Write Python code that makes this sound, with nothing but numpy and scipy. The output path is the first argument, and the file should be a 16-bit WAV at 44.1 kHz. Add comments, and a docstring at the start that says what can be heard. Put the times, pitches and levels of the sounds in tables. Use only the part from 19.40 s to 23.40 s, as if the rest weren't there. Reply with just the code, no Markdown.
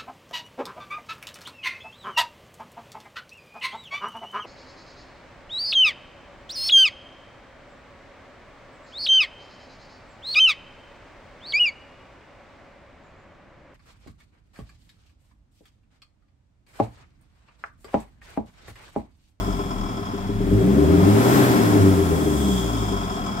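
"""Five-cylinder turbodiesel, revved once

The engine idles, revs and runs down, heard outdoors beside the open door. Firing pulses boom through
the exhaust pipe and knock in the block. Air rushes with the boost, the turbo whistles up and falls
away, and a narrow metallic ring sings out on the overrun."""
import sys
import numpy as np
from scipy import signal
from scipy.fft import rfft, irfft
from scipy.io import wavfile
from scipy.ndimage import uniform_filter1d

SR = 44100
rng = np.random.default_rng(int(sys.argv[2]) if len(sys.argv) > 2 else 0)


def dump_mix(stems):
    """Bounce the given channels to the path in sys.argv[1] as a 16-bit WAV at rate SR."""
    frames = np.atleast_2d(stems).T  # one column per channel
    limited = np.clip(frames, -1, 1)  # hard clip at full scale
    pcm = np.round(limited * 32767).astype(np.int16)
    wavfile.write(sys.argv[1], SR, pcm)


N = 176400


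# Cylinders in firing order. Each row: relative strength in dB, lateness in firing intervals.
CYLINDERS = [(-4.5, -0.052), (-4.5, 0.035), (-4.5, 0.00082), (-4, 0.059), (-1.5, -0.011)]

def firings(cycles, rough_db, jitter_s=0.00045):
    """One click per firing, mean size 1. Strength and timing vary by cylinder and by stroke."""
    stroke = np.arange(int(cycles[-1]) + 1)
    db, late = np.array(CYLINDERS)[stroke % len(CYLINDERS)].T
    size_spread, time_spread = np.clip(rng.standard_normal((len(stroke), 2)), -2, 2).T
    at = np.interp(stroke + late, cycles, np.arange(N)) + jitter_s * SR * time_spread
    sizes = from_db(db + rough_db * size_spread)
    clicks = np.zeros(N)
    clicks[np.clip(at.astype(int), 0, N - 1)] = sizes / sizes.mean()
    return clicks


# Each row: time in seconds, level in dB before trim.
BOOM_LEVEL = [(0, -35.5), (.4, -36.5), (.7, -39.5), (.95, -40.5), (1.08, -24), (1.15, -21.5), (1.3, -19.5),
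              (1.62, -15.5), (1.8, -20.5), (1.97, -20.5), (2.25, -20.5), (2.45, -17), (2.65, -22),
              (2.92, -24.5), (2.99, -27), (3.15, -28), (3.5, -33), (4, -40)]
# Each row: resonance in Hz, width in Hz, gain in dB.
PIPE_MODES = [(111, 11.2, -6), (188.2, 29, -2), (295.5, 27.5, 1), (393.8, 17, 5.5), (513, 23, 1),
              (621, 30, 8.5)]
PIPE_TOP_HZ = 388.6

def pipe_boom(cycles, rate_hz, flutter_db=-3.5, trim_db=1):
    """Firing overtones and gas flutter ring in the exhaust pipe."""
    note = np.cos(2 * np.pi * cycles)
    mean_and_fundamental = rate_hz / SR * (1 + 2 * note)
    overtones = firings(cycles, rough_db=3.5) - mean_and_fundamental
    flow = np.sqrt(rate_hz / SR) * rate_hz / rate_hz.max() * (1 + note)
    flutter = from_db(flutter_db) * flow * (noise() + rng.standard_normal((2, N)))
    ringing = resonate(silencer(overtones) + flutter, PIPE_MODES)
    boom = evened(lowpass(ringing, PIPE_TOP_HZ, order=6))
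    return -envelope(BOOM_LEVEL) * from_db(trim_db) * boom


def silencer(x, hz=244, width_hz=113):
    """All-pass: spreads each pulse in time without colouring it."""
    r = np.exp(-np.pi * width_hz / SR)
    poles = [1, -2 * r * np.cos(2 * np.pi * hz / SR), r * r]
    return signal.lfilter(poles[::-1], poles, x)


# Each row: time in seconds, level in dB before trim and waver.
THUMP_LEVEL = [(0, -29.5), (.2, -37), (.3, -45), (.4, -35), (.8, -41), (.95, -35), (1.15, -24), (1.3, -27),
               (1.55, -22), (1.75, -21.5), (1.92, -27.5), (2.15, -21), (2.42, -15.5), (2.57, -26.5),
               (3.15, -27), (3.4, -33), (3.75, -38.5), (4, -46)]

def thump(cycles, trim_db=0.5, waver_depth=0.35, waver_hz=2.6):
    """The lowest firing note, wavering slowly in level."""
    waver = 1 + waver_depth * rms_one(lowpass(rng.standard_normal(N), waver_hz))
    note = -np.sqrt(2) * np.cos(2 * np.pi * cycles)
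    return envelope(THUMP_LEVEL) * from_db(trim_db) * waver * note


# Each row: time in seconds, level into the resonances in dB.
DRONE_DRIVE = [(0, -26.5), (.4, -27.5), (.75, -34), (1, -21), (1.15, -13), (1.3, -8.5), (1.62, -11.5),
               (1.9, 1.5), (2.5, -14), (2.8, -11.5), (3.12, -15), (3.5, -25.5), (3.9, -27)]
# Each row: resonance in Hz, width in Hz, gain in dB.
DRONE_MODES = [(102.8, 24.2, -6.5), (190.9, 26.4, -5)]

def drone(cycles, rate_hz):
    """Clean firing overtones swell as they glide through the pipe's low resonances."""
    overtones = 0
    for k in range(2, 7):
        response = sum(from_db(db) / (1 + (2 * (k * rate_hz - hz) / width_hz) ** 2)
                       for hz, width_hz, db in DRONE_MODES)
        overtones += response * np.cos(2 * np.pi * k * cycles)
    return -np.sqrt(2) * envelope(DRONE_DRIVE) * overtones


# Each row: start in seconds, peak level in dB.
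CHUGS = [(.078, -19.5), (0.191, -17), (.44, -27), (.585, -25), (.735, -20), (0.891, -17.5), (1.004, -16),
         (1.122, -14), (1.213, -14.5), (1.367, -11.5), (1.501, -26), (2.36, -9), (2.511, -19), (2.792, -19),
         (2.861, -15), (3.009, -26), (3.083, -15), (3.25, -23), (3.335, -19.5), (3.411, -39), (3.522, -19),
         (3.637, -31), (3.758, -31)]
# Each row: resonance in Hz, width in Hz, relative gain in dB.
CHUG_MODES = [(298.3, 28, 7), (399, 10, 16)]

def chugs():
    """The engine lopes: single harder puffs set the pipe ringing."""
    ringing = resonate(signal.unit_impulse(SR // 4), CHUG_MODES)
    puff = lowpass(ringing, PIPE_TOP_HZ, order=6)
    clicks = np.zeros(N)
    for start_s, db in CHUGS:
        clicks[int(start_s * SR)] = from_db(db)
    return signal.fftconvolve(clicks, puff / np.abs(puff).max())[:N]


# Each row: time in seconds, level in dB.
KNOCK_LEVEL = [(0, -33), (.75, -37), (1.05, -46.5), (1.4, -38), (1.9, -28), (2.3, -31), (2.8, -35.5),
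               (3.25, -34.5), (3.47, -32.5), (4, -33)]
# Each row: resonance in Hz, width in Hz, relative gain in dB.
BLOCK_MODES = [(704, 144, 13.5), (836, 50, 12), (1041, 163, 16), (1269, 180, 12), (2050, 900, -8.5),
               (2293, 48, -0.5), (5195, 610, -3)]

def knock(cycles, bed=0.36):
    """Each combustion sends a short rattling burst through the block."""
    rattle = (bed + jolts(cycles)) * noise()
    return envelope(KNOCK_LEVEL) * evened(resonate(rattle, BLOCK_MODES, order=2))


def jolts(cycles, decay_s=0.022):
    """A jolt at each firing, dying away quickly."""
    decay = np.exp(-1 / (decay_s * SR))
    return signal.lfilter([1], [1, -decay], firings(cycles, rough_db=4.5))


# Each row: time in seconds, level in dB before the roar is added.
RUSH_LEVEL = [(0, -38.5), (.5, -41), (1, -38.5), (1.15, -35.5), (1.45, -32), (1.7, -27.5), (1.94, -22),
              (2.1, -23.5), (2.5, -30), (3, -34.5), (3.5, -37.5), (4, -38.5)]
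# Each row: frequency in Hz, relative density in dB.
RUSH_COLOUR = [(60, -40), (150, 4.5), (470, 6.5), (720, 8), (900, 6), (1400, 2.5), (2000, -1.5),
               (2900, -8.5), (4200, -10.5), (7500, -18.5), (16000, -21.5)]

def air_rush(rate_hz, roar_hz=245, roar_width_hz=148, roar_db=3.5):
    """Broad noise of moving air. A low roar joins at high engine speed."""
    band = rms_one(resonate(noise(), [(roar_hz, roar_width_hz, 0)], order=2))
    roar = from_db(roar_db) * (rate_hz / rate_hz.max()) ** 2 * band
    return envelope(RUSH_LEVEL) * (noise(RUSH_COLOUR) + roar)


# Each row: time in seconds, pitch in Hz, whistle level in dB, breathy band level in dB.
TURBO = [(1.13, 4000, -85, -80), (1.65, 8600, -61, -55), (1.95, 13200, -44, -41), (2.08, 12100, -44.5, -44),
         (2.35, 11050, -55, -51), (2.75, 9350, -68, -55), (3.12, 7700, -58, -45), (3.6, 5900, -78, -68)]

def turbo_whistle():
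    """The blades whistle inside a wider, breathy band."""
    hz, whistle_db, breathy_db = in_time(TURBO)
    whistle = from_db(whistle_db) * gliding_band(hz, half_width_hz=83)
    breath = from_db(breathy_db) * gliding_band(hz, half_width_hz=380)
    return whistle + breath


# Each row: time in seconds, level in dB.
HISS_LEVEL = [(0, -48.5), (.95, -64), (1.13, -48.5), (1.5, -46), (1.7, -40.5), (1.95, -32.5), (2.1, -36.5),
              (2.6, -40.5), (3.12, -39.5), (4, -58)]
# Each row: frequency in Hz, relative density in dB.
HISS_COLOUR = [(1500, -3.5), (4300, 2.5), (5200, -4), (6000, 7.5), (7600, 7), (8600, 2.5), (15300, 2)]
# Each row: resonance in Hz, width in Hz, gain in dB.
INTAKE_MODES = [(7780, 210, 11.5), (9100, 330, 3.5), (10620, 330, 5), (15300, 650, -6)]

def compressor_hiss():
    """The compressor's hiss rings in the intake."""
    air = noise(HISS_COLOUR) + resonate(noise(), INTAKE_MODES, order=2)
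    return envelope(HISS_LEVEL) * rms_one(air)


# Each row: time in seconds, level in dB.
RING_LEVEL = [(0, -46), (.6, -47.5), (1.05, -51.5), (1.5, -47.5), (1.95, -41.5), (2.5, -46), (2.9, -42.5),
              (3.18, -34.5), (3.27, -39), (3.45, -39.5), (3.7, -42), (4, -43.5)]
# Each row: resonance in Hz, width in Hz, relative gain in dB.
RING_MODES = [(3307, 140, -2), (3540, 95, -9.5), (5170, 500, -17), (6830, 2300, -20)]

def metallic_ring(cycles, bed=0.62):
    """Friction, perhaps at a belt pulley, keeps a few resonances singing, harder at each firing."""
    rubbing = noise() * (bed + jolts(cycles))
    return envelope(RING_LEVEL) * evened(resonate(rubbing, RING_MODES, order=2))


# Each row: frequency in Hz, relative density in dB.
RUMBLE_COLOUR = [(20, -25), (42, -11), (100, -9), (135, -10.5), (250, -4), (1000, -72)]

def rumble(level_db=-34):
    """Steady low noise under the exhaust."""
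    return from_db(level_db) * noise(RUMBLE_COLOUR)


def from_db(db):
    """Decibels to gain."""
    return 10 ** (np.asarray(db) / 20)


def rms_one(x):
    """Scale to rms 1."""
    return x / np.sqrt(np.mean(x ** 2) + 1e-20)


def evened(x, window_samples=4410):
    """Hold the short-term rms at 1."""
    power = uniform_filter1d(np.mean(x ** 2, axis=0), window_samples)
    return x / np.sqrt(uniform_filter1d(power, window_samples) + 1e-12)


def in_time(rows):
    """Each column of a curve at every sample."""
    times_s, *columns = np.transpose(rows)
    return [np.interp(np.arange(N) / SR, times_s, column) for column in columns]


def envelope(rows):
    """A dB curve as gain at every sample."""
    return from_db(in_time(rows)[0])


def in_frequency(rows):
    """Each column of a spectrum at every frequency bin."""
    hz, *columns = np.transpose(rows)
    bins_hz = np.maximum(np.arange(N // 2 + 1) * SR / N, 1)
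    return [np.interp(np.log(bins_hz), np.log(hz), column) for column in columns]


def lowpass(x, hz, order=2):
    """Butterworth low-pass."""
    return signal.sosfilt(signal.butter(order, hz, fs=SR, output="sos"), x)


def resonate(x, modes, order=1):
    """Parallel resonances. Order 2 steepens their skirts."""
    out = 0
    for hz, width_hz, db in modes:
        r = np.exp(-np.pi * width_hz / SR)
        zeros = np.array([1, 0, -1]) * (1 - r * r) / 2
        poles = [1, -2 * r * np.cos(2 * np.pi * hz / SR), r * r]
        band = x
        for _ in range(order):
            band = signal.lfilter(zeros, poles, band)
        out += from_db(db) * band
    return out


def noise(colour=None):
    """Stereo noise, rms 1, alike in the bass and nearly unrelated in the treble."""
    likeness = np.clip(in_frequency(MIC_PAIR)[1], 0, 1)
    mid, side = rfft(rng.standard_normal((2, N)))
    spectrum = np.sqrt(1 + likeness) * mid + np.sqrt(1 - likeness) * side * [[1], [-1]]
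    gain = from_db(in_frequency(colour)[0]) if colour else 1
    return rms_one(irfft(spectrum * gain, N))


def gliding_band(hz, half_width_hz):
    """Stereo noise around a moving pitch, rms 1."""
    waver = lowpass(rng.standard_normal((2, 2, N)), half_width_hz)
    phase = 2 * np.pi * np.cumsum(hz) / SR
    return rms_one(waver[0] * np.cos(phase) + waver[1] * np.sin(phase))


# Each row: time in seconds, firing rate in Hz.
FIRING_RATE = [(0, 50.68), (.3, 40.96), (.55, 35.95), (.8, 31.45), (.98, 34.9), (1.1, 43.44), (1.2, 56.56),
               (1.4, 73.1), (1.6, 90.6), (1.8, 113), (1.97, 132.2), (2.1, 121.9), (2.3, 107.8),
               (2.6, 88.34), (2.9, 73.85), (3.2, 60.64), (3.6, 45.8), (4, 37.09)]

def scene():
    """Exhaust, block and air through one rev. Cycles count the firings."""
    rate_hz, = in_time(FIRING_RATE)
    cycles = np.cumsum(rate_hz) / SR
    exhaust = pipe_boom(cycles, rate_hz) + thump(cycles) + drone(cycles, rate_hz) + chugs() + rumble()
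    block = knock(cycles)
    air = air_rush(rate_hz) + turbo_whistle() + compressor_hiss()
    return exhaust + block + air + metallic_ring(cycles)


# Each row: frequency in Hz, left phase lead in radians, likeness from 0 to 1, left minus right in dB.
MIC_PAIR = [(30, 0.34, 0.41, 9), (114, 0.5, 1, -1.5), (410, 0.7, 1, 4.5), (690, 1.19, 0.81, 0.5),
            (1296, 3.25, 0.57, 4), (2450, 4.76, 0.39, 1), (3470, 6.48, 0.43, 0), (8140, 19.45, 0.087, 2),
            (15200, 42.4, 0.19, 7)]

def record(dry, cutoff_hz=15800):
    """Sound reaches the left microphone earlier and mostly louder. The top is cut."""
    lead_rad, _, balance_db = in_frequency(MIC_PAIR)
    sides = np.array([[.5], [-.5]])
    response = np.exp(1j * lead_rad * sides) * from_db(balance_db * sides)
    passband = np.arange(N // 2 + 1) * SR / N < cutoff_hz
    return irfft(rfft(dry) * response * passband, N)


dry = scene()
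out = record(dry)
dump_mix(out)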